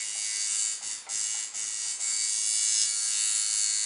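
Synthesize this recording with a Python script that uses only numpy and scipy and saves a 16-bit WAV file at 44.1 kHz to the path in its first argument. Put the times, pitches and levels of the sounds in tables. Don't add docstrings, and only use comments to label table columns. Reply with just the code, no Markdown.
import sys
import numpy as np
from scipy import signal
from scipy.fft import rfft, irfft, next_fast_len
from scipy.io import wavfile

SR = 44100
rng = np.random.default_rng(int(sys.argv[2]) if len(sys.argv) > 2 else 0)


def level_to_linear(level):
    exponent = np.asarray(level, float) / 20
    return 10 ** exponent


def store_pcm(level_fs):
    pcm = np.round(np.clip(level_fs, -1, 1) * 32767).astype(np.int16)
    wavfile.write(sys.argv[1], SR, np.atleast_2d(pcm).T)


N = 169785

# (t/s, nearness level/dB, low frame level/dB, needle tube level/dB)
STROKE_WORK = [(0, -33.5, -6.5, -11), (.42, -33.5, -15, -13), (.6, -30.5, -18.5, -9), (.7, -33, -15, -10),
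               (.9, -35.5, -19, -9), (1.15, -33, -20, -14.5), (1.41, -34, -14.5, -14),
               (1.6, -33, -17.5, -18), (1.7, -34.5, -15, -14), (1.9, -32, -17, -12.5),
               (2.05, -32, -15, -11.5), (2.24, -31, -12.5, -7.5), (2.36, -30, -20, -17),
               (2.83, -26, -21, -18.5), (2.9, -30.5, -18.5, -14), (3.07, -29, -23, -10),
               (3.12, -29.5, -21, -7.5), (3.85, -28, -23.5, -10)]


def machine():
    near_db, low_db, tube_db = follow(STROKE_WORK)
    drive, thump, lag_hz = swing()
    steady, uneven = contacts(lag_hz)
    buzz = sizzle() + metalwork(steady, uneven, low_db, tube_db)
    return buzz * drive * level_to_linear(near_db), coil_thump(steady[0] + .5 * uneven[0], thump, drive)


# (f/Hz, level/dB, t60/s)
COIL_CORE = [(1068, 0, .05)]
GRIP_MODES = [(1351, -2, 0.012), (1666, 5, .008)]
LOW_FRAME = [(1988, -0.5, 0.0087), (2241, -1, 0.02), (2482, -26.5, 0.021)]
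NEEDLE_BAR = [(2645, -6, 0.005), (2905, -1, 0.0095), (3154, -7, 0.0042), (3536, -3.5, 0.0053)]
NEEDLE_TUBE = [(4396, -2, 0.0072), (3840, -7.5, 0.0081), (4622, -5, 0.017)]
CONTACT_SPRING = [(5099, 6.5, 0.0014), (5330, -10, 0.0031), (5715, -0.5, 0.0027), (6310, -3.5, 0.005)]
HIGH_FRAME = [(6620, -2.5, 0.0032), (7010, -4, 0.0055), (7458, 0.5, 0.0025), (7946, -3, 0.0016),
              (8480, -10.5, 0.0036), (8778, -8, 0.0041), (9450, -6, 0.0037), (9863, -8.5, 0.0079)]
UNEVENNESS = .03, .03, .03, .03, .05, .15, .18
LATER_CONTACTS_DB = -20, -12, -11, -12, -14, -4, -2.5
LOOSE_RATTLE_DB = -35, -30, -24, -13, -13, -2, -.5
# (t/s, level/dB)
NEEDLE_BITE = [(0, -15), (.45, -15.5), (.6, -16), (.9, -15.5), (1.15, -18), (1.35, -14), (1.7, -18),
               (1.95, -16.5), (2.05, -21.5), (2.35, -20.5), (3.06, -24), (3.12, -15), (3.85, -20.5)]
# (t/s, upper low-frame modes level/dB, upper tube modes level/dB,
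# spring level/dB, grip level/dB)
HAND_TURN = [(0, 3.5, 4, -9, -33), (.4, -1.5, 7, -4, -23), (.6, 5.5, 0, -7.5, -27.5),
             (.9, -5.5, 0, -7.5, -26.5), (1.4, -1.7, -5.8, -8, -26), (1.9, 2, -1.5, -9.5, -33),
             (2.1, 4.5, 6, -11, -24), (2.3, 2.5, 2, -11, -40), (2.6, -1.5, -7.2, -9, -31),
             (2.83, -1.5, -8, -8, -30), (2.9, 7, -7.5, -10.5, -24.5), (3.1, -2, -3.5, -10, -26),
             (3.5, -2, -5.5, -11.5, -26), (3.85, -4.5, -5, -13.5, -25.5)]


def metalwork(steady, uneven, low_db, tube_db):
    low_turn, tube_turn, spring_db, grip_db = follow(HAND_TURN)
    bite_db, = follow(NEEDLE_BITE)
    # modes, level dB, tilt dB between lower and upper modes
    parts = [(COIL_CORE, -42, 0), (GRIP_MODES, grip_db, 0), (LOW_FRAME, low_db, low_turn),
             (NEEDLE_BAR, bite_db, 0), (NEEDLE_TUBE, tube_db, tube_turn),
             (CONTACT_SPRING, spring_db, 0), (HIGH_FRAME, 0, 0)]
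    rattle_per_s, rattle_db = 4000, -20.5
    rattle = (rng.random(N) < rattle_per_s / SR) * rng.standard_normal(N) * level_to_linear(rattle_db)
    colours = [level_to_linear(3.0 * drift(1.03)) for _ in range(17)]
    out = np.zeros(N)
    for part, share, later_db, loose_db in zip(parts, UNEVENNESS, LATER_CONTACTS_DB, LOOSE_RATTLE_DB):
        modes, part_db, turn_db = part
        hits = [even + share * odd for even, odd in zip(steady, uneven)]
        sound = np.zeros(N)
        for (hz, db, t60), side in zip(modes, np.linspace(-1, 1, len(modes))):
            later = sum(rng.choice([-1, 1]) * colours[rng.integers(17)] * hit for hit in hits[1:])
            blows = hits[0] + level_to_linear(later_db) * later + level_to_linear(loose_db) * rattle
            travel = (1 + rng.uniform()) * 5 / hz
            blows = np.roll(blows, int(travel * SR))
            facing_db = 2.0 * drift(2.5) * (hz > 5000)
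            sound = sound + level_to_linear(db + side * turn_db + facing_db) * swell(blows, hz, t60)
        below = signal.butter(4, 0.55 * modes[0][0], "high", fs=SR, output="sos")
        out = out + rms_one(signal.sosfilt(below, sound)) * level_to_linear(part_db)
    return out


# (t/s, stroke rate f/Hz)
STROKE_RATE = [(0.0, 105.2), (0.43, 105.9), (0.59, 107.1), (0.81, 107.2), (0.86, 105), (0.9, 106.8),
               (1.14, 106.6), (1.25, 107.6), (1.53, 107.7), (1.56, 106.1), (1.66, 107.4), (1.99, 107),
               (2.0, 106), (2.12, 107), (2.8, 107.8), (3.18, 106.4), (3.8, 105.8), (3.85, 105.8)]
# (place in the stroke 0-1, level/dB, timing scatter/us)
STROKE_CONTACTS = [
    (0, 0, 3),
    (.56, -4, 6),
    (.82, -3, 8),
    (.27, -10, 12),
    (.42, -10, 12),
]


def contacts(lag_hz):
    t = np.arange(N) / SR
    rate_hz, = follow(STROKE_RATE)
    turns = np.cumsum(rate_hz - lag_hz) / SR
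    strokes = np.arange(-1, int(turns[-1]) + 1)
    index = (np.interp(strokes, turns, t) * SR).astype(int)
    steady, uneven = [], []
    for place, db, scatter_us in STROKE_CONTACTS:
        draw = rng.standard_normal((len(strokes), 2))
        at = strokes + .8 + place + .004 * place * drift(1.15)[index]
        when = np.interp(at, turns, t) + 1e-6 * scatter_us * draw[:, 0]
        size = level_to_linear(db) * ((at > turns[0]) & (at < turns[-1]))
        steady.append(clicks_at(when, size))
        uneven.append(clicks_at(when, size * draw[:, 1]))
    return steady, uneven


# (off t/s, on t/s, start-up thump level/dB)
CURRENT_CUTS = [
    (0.731, 0.817, -64),
    (0.937, 1.086, -61.5),
    (1.428, 1.536, -64),
    (1.923, 1.991, -84),
]


def swing():
    coast_s, spin_up_s = 0.045, .011
    thump_late_s, thump_s = 0.018, 0.14
    start_lag_hz, settle_s = 0.3082, 0.0606
    t = np.arange(N) / SR
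    drive, thump, lag_hz = np.ones(N), np.zeros(N), np.zeros(N)
    for off, on, thump_db in CURRENT_CUTS:
        since = np.clip(t - on, 0, None)
        coast = np.exp(-np.clip(t - off, 0, None) / coast_s)
        rise = 1 - np.exp(-since / spin_up_s)
        drive *= np.maximum(coast, rise)
        thump += level_to_linear(thump_db) * (since > thump_late_s) * np.exp(-(since / thump_s) ** 2)
        lag_hz += start_lag_hz * (since > 0) * np.exp(-since / settle_s)
    return drive, thump, lag_hz


# (f/Hz, level/dB per Hz)
SPARK_HISS = [(700, -55), (1300, -30), (2500, -22), (3600, -17.5), (5800, -13), (7140, 0), (8700, -5),
              (10000, -8), (13000, -40)]


def sizzle():
    return level_to_linear(-12) * coloured(SPARK_HISS)


def coil_thump(blows, thump, drive):
    low = signal.sosfilt(signal.butter(2, [70, 432], "band", fs=SR, output="sos"), blows)
    hum = level_to_linear(-76 + 3.7 * drift(7.1)) * drive
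    return rms_one(low) * (thump + hum)


# (t/s, peak level/dB, f/Hz)
SWITCH_CLACKS = [
    (0.151, -51.5, 700),
    (0.81, -47.5, 810),
    (0.885, -57, 913),
    (1.065, -40.5, 820),
    (1.343, -48.5, 870),
    (1.536, -51, 800),
    (1.847, -50.5, 865),
    (1.987, -47.5, 785),
    (2.046, -56, 825),
    (2.372, -60, 942),
]


def switch():
    knock_s, knock_n = 0.026, 1800
    pedal = [(1, 1, .022), (1.184, -level_to_linear(-4.5), .022), (1.63, level_to_linear(-8.5), .022), (2.6, level_to_linear(-5), .014)]
    out = np.zeros(N)
    for s, db, hz in SWITCH_CLACKS:
        knock = np.full(N, 1e-18)
        i = int(s * SR)
        fade = np.exp(-np.arange(knock_n) / SR / knock_s)
        knock[i:i + knock_n] = rng.standard_normal(knock_n) * fade / 14
        clack = sum(gain * ring(knock, ratio * hz, t60) for ratio, gain, t60 in pedal)
        out += level_to_linear(db + 5.5) * clack
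    return signal.sosfilt(signal.butter(2, 550, "high", fs=SR, output="sos"), out)


def room(x):
    t60_s, wall_cut_hz = .55, 12000
    size = next_fast_len(N + SR)
    w = 2 * np.pi * np.arange(size // 2 + 1) / size
    dull = 1 / (1 + 1j * w * SR / (2 * np.pi * wall_cut_hz))
    echoes = 0
    for k, lag in enumerate(rng.uniform(.012, .055, 28) * SR):
        fade = level_to_linear(-60 * lag / SR / t60_s)
        loop = fade * np.abs(dull) ** (lag / 1000) * np.exp(-1j * w * lag)
        echoes = echoes + (-1) ** k * loop / (1 - loop)
    echoes = echoes / np.sqrt(np.mean(np.abs(echoes) ** 2))
    return irfft(rfft(x, size) * echoes, size)[:N]


# (f/Hz, level/dB)
ROOM_AIR = [(18, -54.5), (30, -25), (166, -19), (330, -14.5), (622, -14.5), (988, -8.5), (1130, -10),
            (1800, -11.5), (2600, -11.5), (5500, -13), (7500, -49)]


def air():
    return level_to_linear(-54) * coloured(ROOM_AIR)


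def follow(table):
    s, *columns = np.transpose(table)
    return [np.interp(np.arange(N) / SR, s, column) for column in columns]


def rms_one(x):
    return x / np.sqrt(np.mean(x ** 2) + 1e-20)


def drift(rate):
    r = np.exp(-128 * np.pi * rate / SR)
    slow = signal.lfilter([1], [1, -2 * r, r * r], rng.standard_normal(N // 64 + 1502))[1500:]
    return np.interp(np.arange(N) / 64, np.arange(len(slow)), rms_one(slow))


def clicks_at(s, size):
    at, out = s * SR + 8, np.full(N + 64, 1e-18)
    taps = np.floor(at)[:, None] + np.arange(-7, 9)
    d = taps - at[:, None]
    pulse = size[:, None] * np.sinc(d) * np.cos(np.pi * d / 16) ** 2
    np.add.at(out, np.clip(taps, 0, N + 63).astype(int), pulse)
    return out[8:N + 8]


def ring(clicks, hz, t60):
    r, w = level_to_linear(-60 / (t60 * SR)), 2 * np.pi * hz / SR
    return signal.lfilter([0, np.sin(w)], [1, -2 * r * np.cos(w), r * r], clicks)


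def swell(clicks, hz, t60):
    return 2 * np.e * np.log(1000) / (t60 * SR) * ring(ring(clicks, hz, t60), hz, t60)


def coloured(points):
    hz = np.arange(N // 2 + 1) * SR / N + 1
    point_hz, point_db = np.transpose(points)
    shape = np.interp(np.log(hz), np.log(point_hz), point_db)
    return rms_one(irfft(rfft(rng.standard_normal(N)) * level_to_linear(shape), N))


def scene():
    buzz, thump = machine()
    near = buzz + switch()
    return (near + level_to_linear(-9) * room(near) + thump + air())[None]


def band_limit(x):
    return signal.sosfilt(signal.butter(12, 11330, fs=SR, output="sos"), x)


def record(dry):
    miked = signal.sosfilt(signal.ellip(14, .2, 90, 10050, fs=SR, output="sos"), dry)
    return band_limit(miked)


dry = scene()
out = record(dry)
store_pcm(out)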